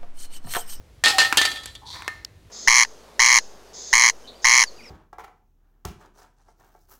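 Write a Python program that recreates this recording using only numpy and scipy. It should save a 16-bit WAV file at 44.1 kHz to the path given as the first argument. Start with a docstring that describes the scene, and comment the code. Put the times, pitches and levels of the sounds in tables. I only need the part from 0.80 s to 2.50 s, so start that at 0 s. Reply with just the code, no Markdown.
"""Quiet outdoor air comes first; then a steel spray can drops on a concrete path with its mixing ball knocking inside.
The can bounces twice, clatters to rest and is picked up with a short scrape, then one small bright snap.
Each contact is a noise crack, a dense clang of the thin shell and ringing sine modes; the ball adds dull noise knocks
and rolls to the bottom as the can is lifted. Scattered grains of noise make the scrape.
A weak yard echo, made of dying noise, follows the can, and a limiter flattens the hardest blows."""
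import sys
import numpy as np
from scipy import signal
from scipy.fft import rfft, irfft, next_fast_len
from scipy.io import wavfile
from scipy.ndimage import uniform_filter1d, minimum_filter1d, map_coordinates

SR = 44100
rng = np.random.default_rng(int(sys.argv[2]) if len(sys.argv) > 2 else 0)


def generate_wav(signal):
    """Clip the signal to [-1, 1] and save it as 16-bit WAV at the path in sys.argv[1]."""
    frames = np.transpose(np.atleast_2d(signal))
    scaled = np.clip(frames, -1, 1) * 32767
    pcm = np.round(scaled).astype(np.int16)
    wavfile.write(sys.argv[1], SR, pcm)


N = 74970  # length in samples
T = np.arange(N) / SR  # time in seconds
T_SECOND = T[:SR]  # the first second, for single blows


def amp(db):
    """Turn decibels into a gain."""
    return 10 ** (np.asarray(db) / 20)


def unit(x):
    """Scale to an average (rms) level of 1."""
    return x / np.sqrt(np.mean(x ** 2) + 1e-20)


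def along(points, hz):
    """Read a curve of (Hz, value) points on a logarithmic pitch axis."""
    point_hz, values = np.transpose(points)
    return np.interp(np.log(hz + 1), np.log(point_hz + 1), values)


def curves(rows):
    """Draw straight lines between table rows: one value per sample for each column after the time."""
    seconds, *columns = np.transpose(rows)
    return [np.interp(T, seconds, column) for column in columns]


def wobble(rate):
    """A smooth random curve with rate random points a second."""
    return map_coordinates(rng.standard_normal(4096), [T * rate], mode="wrap")


def colour(x, points):
    """Filter with unit power gain through (Hz, dB) points, with no sound before its cause."""
    size = 2 * next_fast_len(N)
    gain = unit(amp(along(points, np.fft.rfftfreq(size, 1 / SR))))
    # folding the cepstrum gives the phase that makes the filter react at once
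    cepstrum = irfft(np.log(gain))
    cepstrum[1:size // 2] *= 2
    cepstrum[size // 2 + 1:] = 0
    return irfft(rfft(x, size) * np.exp(rfft(cepstrum)))[:N]


def fade(t, t60):
    """Exponential decay that falls 60 dB in t60 seconds."""
    return np.exp(-np.log(1000) * t / t60)


def swell(t, rise_s):
    """A rise from 0 towards 1 with time constant rise_s."""
    return 1 - np.exp(-t / rise_s)


def dying_noise(noise, t60s, size=256):
    """A dense ring in which each frequency dies at its own speed."""
    hz, t, spectrum = signal.stft(noise, SR, nperseg=size)
    decay = fade(t, along(t60s, hz)[:, None])
    return signal.istft(spectrum * decay, SR, nperseg=size)[1][:SR]


def add(track, start_s, sound):
    """Mix a sound into the track at its start time."""
    part = track[round(start_s * SR):][:len(sound)]
    part += sound[:len(part)]


# Tone of the outdoor air. Columns: pitch_hz [Hz], level_db [dB, relative]
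AIR_COLOUR = [(20, -20.5), (55, 3), (100, -1), (200, -16.5), (450, -18), (1000, -27.5), (4500, -32.5),
              (16000, -45.5)]
AIR_DB, AIR_SWAY_DB = -51, 0.8


def air():
    """Outdoor air is steady noise, mostly low rumble with faint hiss, whose level sways a little."""
    level = amp(AIR_DB + AIR_SWAY_DB * wobble(5.3))
    return level * unit(colour(rng.standard_normal(N), AIR_COLOUR))


MODE_ATTACK_S = 0.0027  # time constant of each mode's rise
MODE_SCATTER_DB, DETUNE = 3, 0.003  # typical random spread per strike: level, and share of the pitch


def ring(modes, hold):
    """Struck metal rings in several fading tones, a little different each time; hold scales their ringing time."""
    t = T[:SR // 2]
    hz, db, t60 = np.transpose(modes)[:, :, None]
    level, tune, phase = rng.standard_normal((3, len(modes), 1))
    waves = np.sin(2 * np.pi * (hz * (1 + DETUNE * tune) * t + phase))
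    tones = amp(db + MODE_SCATTER_DB * level) * waves * fade(t, t60 * hold)
    return np.sum(tones, axis=0) * swell(t, MODE_ATTACK_S)


# Mixing ball striking the can. Columns: start_s [s], knock_db [dB], main ring and base modes: ring_db [dB]
BALL_KNOCKS = [(.2385, -11.5, -41.5), (.266, -5, -42), (0.3841, -11, -48), (.417, -12, -24),
               (0.5261, -1.5, -39), (0.5716, -15, -42), (0.6146, -12, -17.5), (.652, -13, -44),
               (1.159, -35, -45), (1.222, -28, -46), (1.2794, -13, -27.5)]
# Tone of a knock. Columns: pitch_hz [Hz], level_db [dB, relative]
KNOCK_COLOUR = [(120, -25), (300, -6.5), (520, -12.5), (800, -2), (1500, 1), (2600, -2.5), (3800, -12),
                (7000, -15.5), (15000, -28.5)]
# Ringing tones of the base. Columns: pitch_hz [Hz], level_db [dB, relative], t60_s [s]
BASE_TONES = [(1246, -14, 0.28), (2024, -11.5, .2), (2112, -10.5, 0.37), (4150, -25, .6)]
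KNOCK_RATTLE_DB, KNOCK_T60 = -8, 0.019  # short noise after the click: level, t60 in s
KNOCK_TAIL_DB, KNOCK_TAIL_T60 = -28, 0.2  # longer, weaker noise: level, t60 in s


def ball():
    """The mixing ball knocks inside the can: a click with short dull noise, and a ring of the base."""
    blows, modes = np.zeros((2, N))
    for start_s, knock_db, ring_db in BALL_KNOCKS:
        rattle = amp(KNOCK_RATTLE_DB) * fade(T_SECOND, KNOCK_T60)
        tail = amp(KNOCK_TAIL_DB) * fade(T_SECOND, KNOCK_TAIL_T60)
        blow = (rattle + tail) * rng.standard_normal(SR)
        blow[0] += 5  # the click of first touch
        add(blows, start_s, amp(knock_db) * blow)
        add(modes, start_s, amp(ring_db) * ring(BASE_TONES, 1))
    return colour(blows, KNOCK_COLOUR) + modes


# How long the free shell rings. Columns: pitch_hz [Hz], t60_s [s]
SHELL_RINGING = [(300, 0.23), (1500, 0.22), (4000, 0.17), (8000, 0.18), (15000, 0.66)]
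SHELL_ATTACK_S = 0.001  # rise time constant
CLUMP_DEPTH_DB, CLUMP_WIDTH_HZ = 3.6, 110  # depth fades out below 1000 Hz


def clang(hold):
    """A thin shell has crowded bending modes; each contact favours its own random clumps of them."""
    hz = np.fft.rfftfreq(SR, 1 / SR)
    depth_db = CLUMP_DEPTH_DB * np.minimum(1, hz / 1000)
    uneven = map_coordinates(rng.standard_normal(1024), [hz / CLUMP_WIDTH_HZ], mode="wrap")
    clumps = unit(amp(depth_db * uneven))
    noise = irfft(rfft(rng.standard_normal(SR)) * clumps)
    t60s = [(f, t60 * hold) for f, t60 in SHELL_RINGING]
    return dying_noise(noise, t60s) * swell(T_SECOND, SHELL_ATTACK_S)


# Can on concrete. Columns: start_s [s], crack_db [dB], shell_db [dB], main ring and low modes: low_db [dB],
# high modes: high_db [dB], hold [share of the free ringing time]
GROUND_CONTACTS = [(0.2386, -14.5, -15.5, -11.5, -29, 0.49), (0.2459, -40, -14, -30, -32, 0.94),
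                   (0.2581, -14, -10.5, -8.5, -35, 0.76), (.282, -14.5, -15.5, -31, -41.5, 0.8),
                   (0.301, -23, -18, -17, -44.5, 0.49), (0.3831, -12, -11, -13, -36, 1.0),
                   (.401, -17, -15.5, -10, -34, 0.76), (.417, -25, -20, -15, -30.5, 0.86),
                   (.447, -35, -22, -13, -47, 0.74), (.572, -3.5, -8, -23, -24.5, 0.55),
                   (.583, -16, -25, -10.5, -28.5, 1), (.6148, -17.5, -17, -40, -25, 0.75),
                   (.652, -18, -16.5, -47, -38.5, 0.48), (0.658, -18.5, -35, -19, -35.5, 1.0),
                   (0.7141, -27.5, -25.5, -25, -30.5, 0.31), (0.7571, -31, -41, -29, -36.5, 0.67),
                   (.769, -33, -39, -31, -32.5, 0.55), (0.834, -32, -39.5, -54, -52.5, 0.53),
                   (0.857, -22.5, -41.5, -46, -46.5, 1), (.873, -44, -40.5, -39, -57, 0.75),
                   (.951, -32, -37, -57, -37.5, 0.3)]
# Tone of the crack. 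Columns: pitch_hz [Hz], level_db [dB, relative]
CRACK_COLOUR = [(150, -3), (2000, 0), (5000, 0.5), (8500, 3.5), (12000, -5), (16000, -20)]
# Tone of the shell's dense bending modes. Columns: pitch_hz [Hz], level_db [dB, relative]
SHELL_COLOUR = [(130, -20), (350, -12.5), (800, -7), (1500, -7), (2300, -2), (3700, 2.5), (4700, 3.5),
                (5400, -5), (7700, -8), (10000, -22.5), (13000, -31), (16000, -34)]
# Low modes of the can. Columns: pitch_hz [Hz], level_db [dB, relative], free ringing time: t60_s [s]
LOW_TONES = [(1297.3, -24, 0.61), (1836.4, -7, 0.13), (2493, -15.5, 0.1)]
# High modes of the can. Columns: pitch_hz [Hz], level_db [dB, relative], free ringing time: t60_s [s]
HIGH_TONES = [(2987, -15.5, 0.24), (3155, -4, 0.13), (3310, 1.5, 0.29), (3415, -2, 0.2), (3615, -2.5, .3),
              (4020, -6, 0.51), (4560, -3.5, 0.18)]
CRACK_T60 = 0.02  # seconds
CRACK_RISE_S, GRAZE_RISE_S = 0.00008, 0.002  # rise time constant of a 0 dB blow, and the slowest allowed


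def bounces():
    """Each contact cracks on the concrete and rings the shell and modes, damped by the ground."""
    cracks, shell, modes = np.zeros((3, N))
    for start_s, crack_db, shell_db, low_db, high_db, hold in GROUND_CONTACTS:
        # a light graze rises more slowly than a full blow
        rise = swell(T_SECOND, min(GRAZE_RISE_S, CRACK_RISE_S / amp(crack_db)))
        crack = rng.standard_normal(SR) * rise * fade(T_SECOND, CRACK_T60)
        add(cracks, start_s, amp(crack_db) * crack)
        add(shell, start_s, amp(shell_db) * clang(hold))
        add(modes, start_s, amp(low_db) * ring(LOW_TONES, hold))
        add(modes, start_s, amp(high_db) * ring(HIGH_TONES, hold))
    return colour(cracks, CRACK_COLOUR) + colour(shell, SHELL_COLOUR) + modes


# Wavering pitch of the can's strongest mode. Columns: time_s [s], pitch_hz [Hz]
MAIN_PITCH = [(.24, 1800), (.27, 1840), (.30, 1812), (.37, 1845), (.425, 1795), (.47, 1838), (.59, 1772),
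              (.64, 1775), (.675, 1810), (.73, 1780), (1.28, 1800)]
MAIN_DB, MAIN_T60 = -0.5, 0.19  # level, free ringing time in s
MAIN_ROUGH_DB, MAIN_ROUGH_PER_S = 2.5, 110  # random level flutter: depth, points a second


def main_ring():
    """The can's strongest mode is one thin, wavering tone that every blow feeds with energy."""
    blows = [(start_s, low_db, hold) for start_s, _, _, low_db, _, hold in GROUND_CONTACTS]
    blows += [(start_s, ring_db, 1) for start_s, _, ring_db in BALL_KNOCKS]
    energy = np.zeros(N)
    for start_s, db, hold in blows:
        swing = amp(db) * fade(T, MAIN_T60 * hold) * swell(T, MODE_ATTACK_S)
        add(energy, start_s, swing ** 2)
    hz, = curves(MAIN_PITCH)
    tone = np.sin(2 * np.pi * np.cumsum(hz) / SR)
    level = amp(MAIN_DB + MAIN_ROUGH_DB * wobble(MAIN_ROUGH_PER_S))
    return level * np.sqrt(energy) * tone


# Swells of the can's lowest ringing tone. 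Columns: start_s [s], level_db [dB], pitch_hz [Hz]
LOW_SWELLS = [(0.245, -23.5, 830), (0.33, -19, 770.6), (.417, -30.5, 788), (.58, -32, 778)]
LOW_RISE_S, LOW_T60 = 0.02, 0.41  # rise time constant, t60 in s


def low_ring():
    """The lowest tone of the can swells slowly and sings between the bounces."""
    out = np.zeros(N)
    for start_s, db, hz in LOW_SWELLS:
        tone = np.sin(2 * np.pi * hz * (T + start_s))
        add(out, start_s, amp(db) * tone * swell(T, LOW_RISE_S) * fade(T, LOW_T60))
    return out


# How long the yard echo lasts. Columns: pitch_hz [Hz], t60_s [s]
YARD_RINGING = [(200, 0.96), (1500, 0.53), (5000, 0.51), (14000, .5)]
YARD_DB = -13.5


def yard_echo(can):
    """Many weak reflections blur each sound into a fading tail of noise."""
    tail = dying_noise(rng.standard_normal(SR), YARD_RINGING) * swell(T_SECOND, 0.015)
    return amp(YARD_DB) * signal.fftconvolve(can, tail / np.linalg.norm(tail))[:N]


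# Ball bumping down the wall. Columns: start_s [s], level_db [dB]
ROLL_BUMPS = [(1.018, -42.5), (1.033, -40), (1.055, -44), (1.079, -41), (1.1, -41.5)]
# Level of the ball's small ticks before filtering. Columns: time_s [s], level_db [dB]
RATTLE_LEVEL = [(1.1, -57), (1.15, -43.5), (1.23, -45.5), (1.28, -48)]
# Tone of the ticks. Columns: pitch_hz [Hz], level_db [dB, relative]
TICK_COLOUR = [(600, -12.5), (1050, 6.5), (1400, -6.5), (2200, -2.5), (3000, -27)]
ROLL_HZ, ROLL_FLUTTER_PER_S = 940, 300  # centre pitch, random points a second
ROLL_T60, ROLL_RISE_S = 0.072, 0.0015  # t60 in s, rise time constant
TICKS_PER_S = 1200  # average


def roll():
    """As the can tilts, the ball bumps softly along the wall, then breaks into a dense ticking."""
    bumps = np.zeros(N)
    for start_s, db in ROLL_BUMPS:
        add(bumps, start_s, amp(db) * fade(T, ROLL_T60) * swell(T, ROLL_RISE_S))
    # a randomly fluttering tone makes a narrow, hollow noise
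    flutter = wobble(ROLL_FLUTTER_PER_S) + 1j * wobble(ROLL_FLUTTER_PER_S)
    hollow = unit(np.real(flutter * np.exp(2j * np.pi * ROLL_HZ * T)))
    db, = curves(RATTLE_LEVEL)
    ticks = unit((rng.random(N) < TICKS_PER_S / SR) * rng.standard_normal(N))
    ticking = (T > RATTLE_LEVEL[0][0]) * (T < RATTLE_LEVEL[-1][0])
    return bumps * hollow + colour(amp(db) * ticks * ticking, TICK_COLOUR)


# Level of the scrape. Columns: time_s [s], level_db [dB]
SCRAPE_LEVEL = [(1.054, -56), (1.066, -46), (1.11, -38), (1.17, -42.5), (1.3, -55), (1.42, -66)]
# Tone of the scrape. Columns: pitch_hz [Hz], level_db [dB, relative]
GRIT_COLOUR = [(2800, -20.5), (3500, 1), (4550, 1), (5100, -9), (5650, -6.5), (6200, -12), (10000, -21.5),
               (16000, -38)]
GRITS_PER_S = 4300  # average
SCRAPE_RELEASE_T60 = 0.2  # seconds, after the last table row


def scrape():
    """The rim drags over grit as the can is lifted: many tiny random clicks, filtered."""
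    db, = curves(SCRAPE_LEVEL)
    clicks = (rng.random(N) < GRITS_PER_S / SR) * rng.standard_normal(N)
    grit = unit(colour(clicks, GRIT_COLOUR))
    started = T > SCRAPE_LEVEL[0][0]
    release = fade(np.maximum(0, T - SCRAPE_LEVEL[-1][0]), SCRAPE_RELEASE_T60)
    return amp(db) * grit * started * release


# Tone of the snap's noise. Columns: pitch_hz [Hz], level_db [dB, relative]
SNAP_TONE = [(800, -23), (2800, -2), (5300, -4), (15000, -16)]
CHIP_S, CHIP_DB, CHIP_PEAK_S = 1.4482, -22, 0.00087  # start; ping level, and time to its peak
CHIP_TOP_HZ, CHIP_END_HZ, CHIP_FALL_S = 6320, 3800, 0.0016  # ping pitch, and time constant of its fall
SNAP_DB, SNAP_T60 = -28, 0.011  # noise gain, t60 in s


def chip():
    """One small bright snap: a burst of noise and a ping that falls fast in pitch."""
    hz = CHIP_END_HZ + (CHIP_TOP_HZ - CHIP_END_HZ) * np.exp(-T / CHIP_FALL_S)
    rise = T / CHIP_PEAK_S
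    pulse = rise * np.exp(1 - rise)  # rises to 1, then dies away
    ping = amp(CHIP_DB) * pulse * np.sin(2 * np.pi * np.cumsum(hz) / SR)
    burst = rng.standard_normal(N) * fade(T, SNAP_T60)
    snap = amp(SNAP_DB) * colour(burst, SNAP_TONE)
    out = np.zeros(N)
    add(out, CHIP_S, ping + snap)
    return out


def scene():
    """Mix the can with its yard echo, the snap without echo, and the outdoor air."""
    can = bounces() + main_ring() + low_ring() + ball() + roll() + scrape()
    return (can + yard_echo(can) + chip() + air())[None]


CEILING, LIMIT_HOLD_S = 0.79, 0.0065  # limiter threshold (full scale is 1), smoothing window
TOP_HZ = 16100  # steep treble cutoff


def record(dry):
    """A fast limiter turns down the peaks, then a steep filter removes the highest treble."""
    window = max(2, int(LIMIT_HOLD_S * SR))
    needed_gain = np.minimum(1, CEILING / (np.abs(dry) + 1e-9))
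    gain = uniform_filter1d(minimum_filter1d(needed_gain, window), window)
    hz = np.fft.rfftfreq(2 * N, 1 / SR)
    return irfft(rfft(dry * gain, 2 * N) / (1 + (hz / TOP_HZ) ** 120))[:, :N]


dry = scene()
out = record(dry)
generate_wav(out)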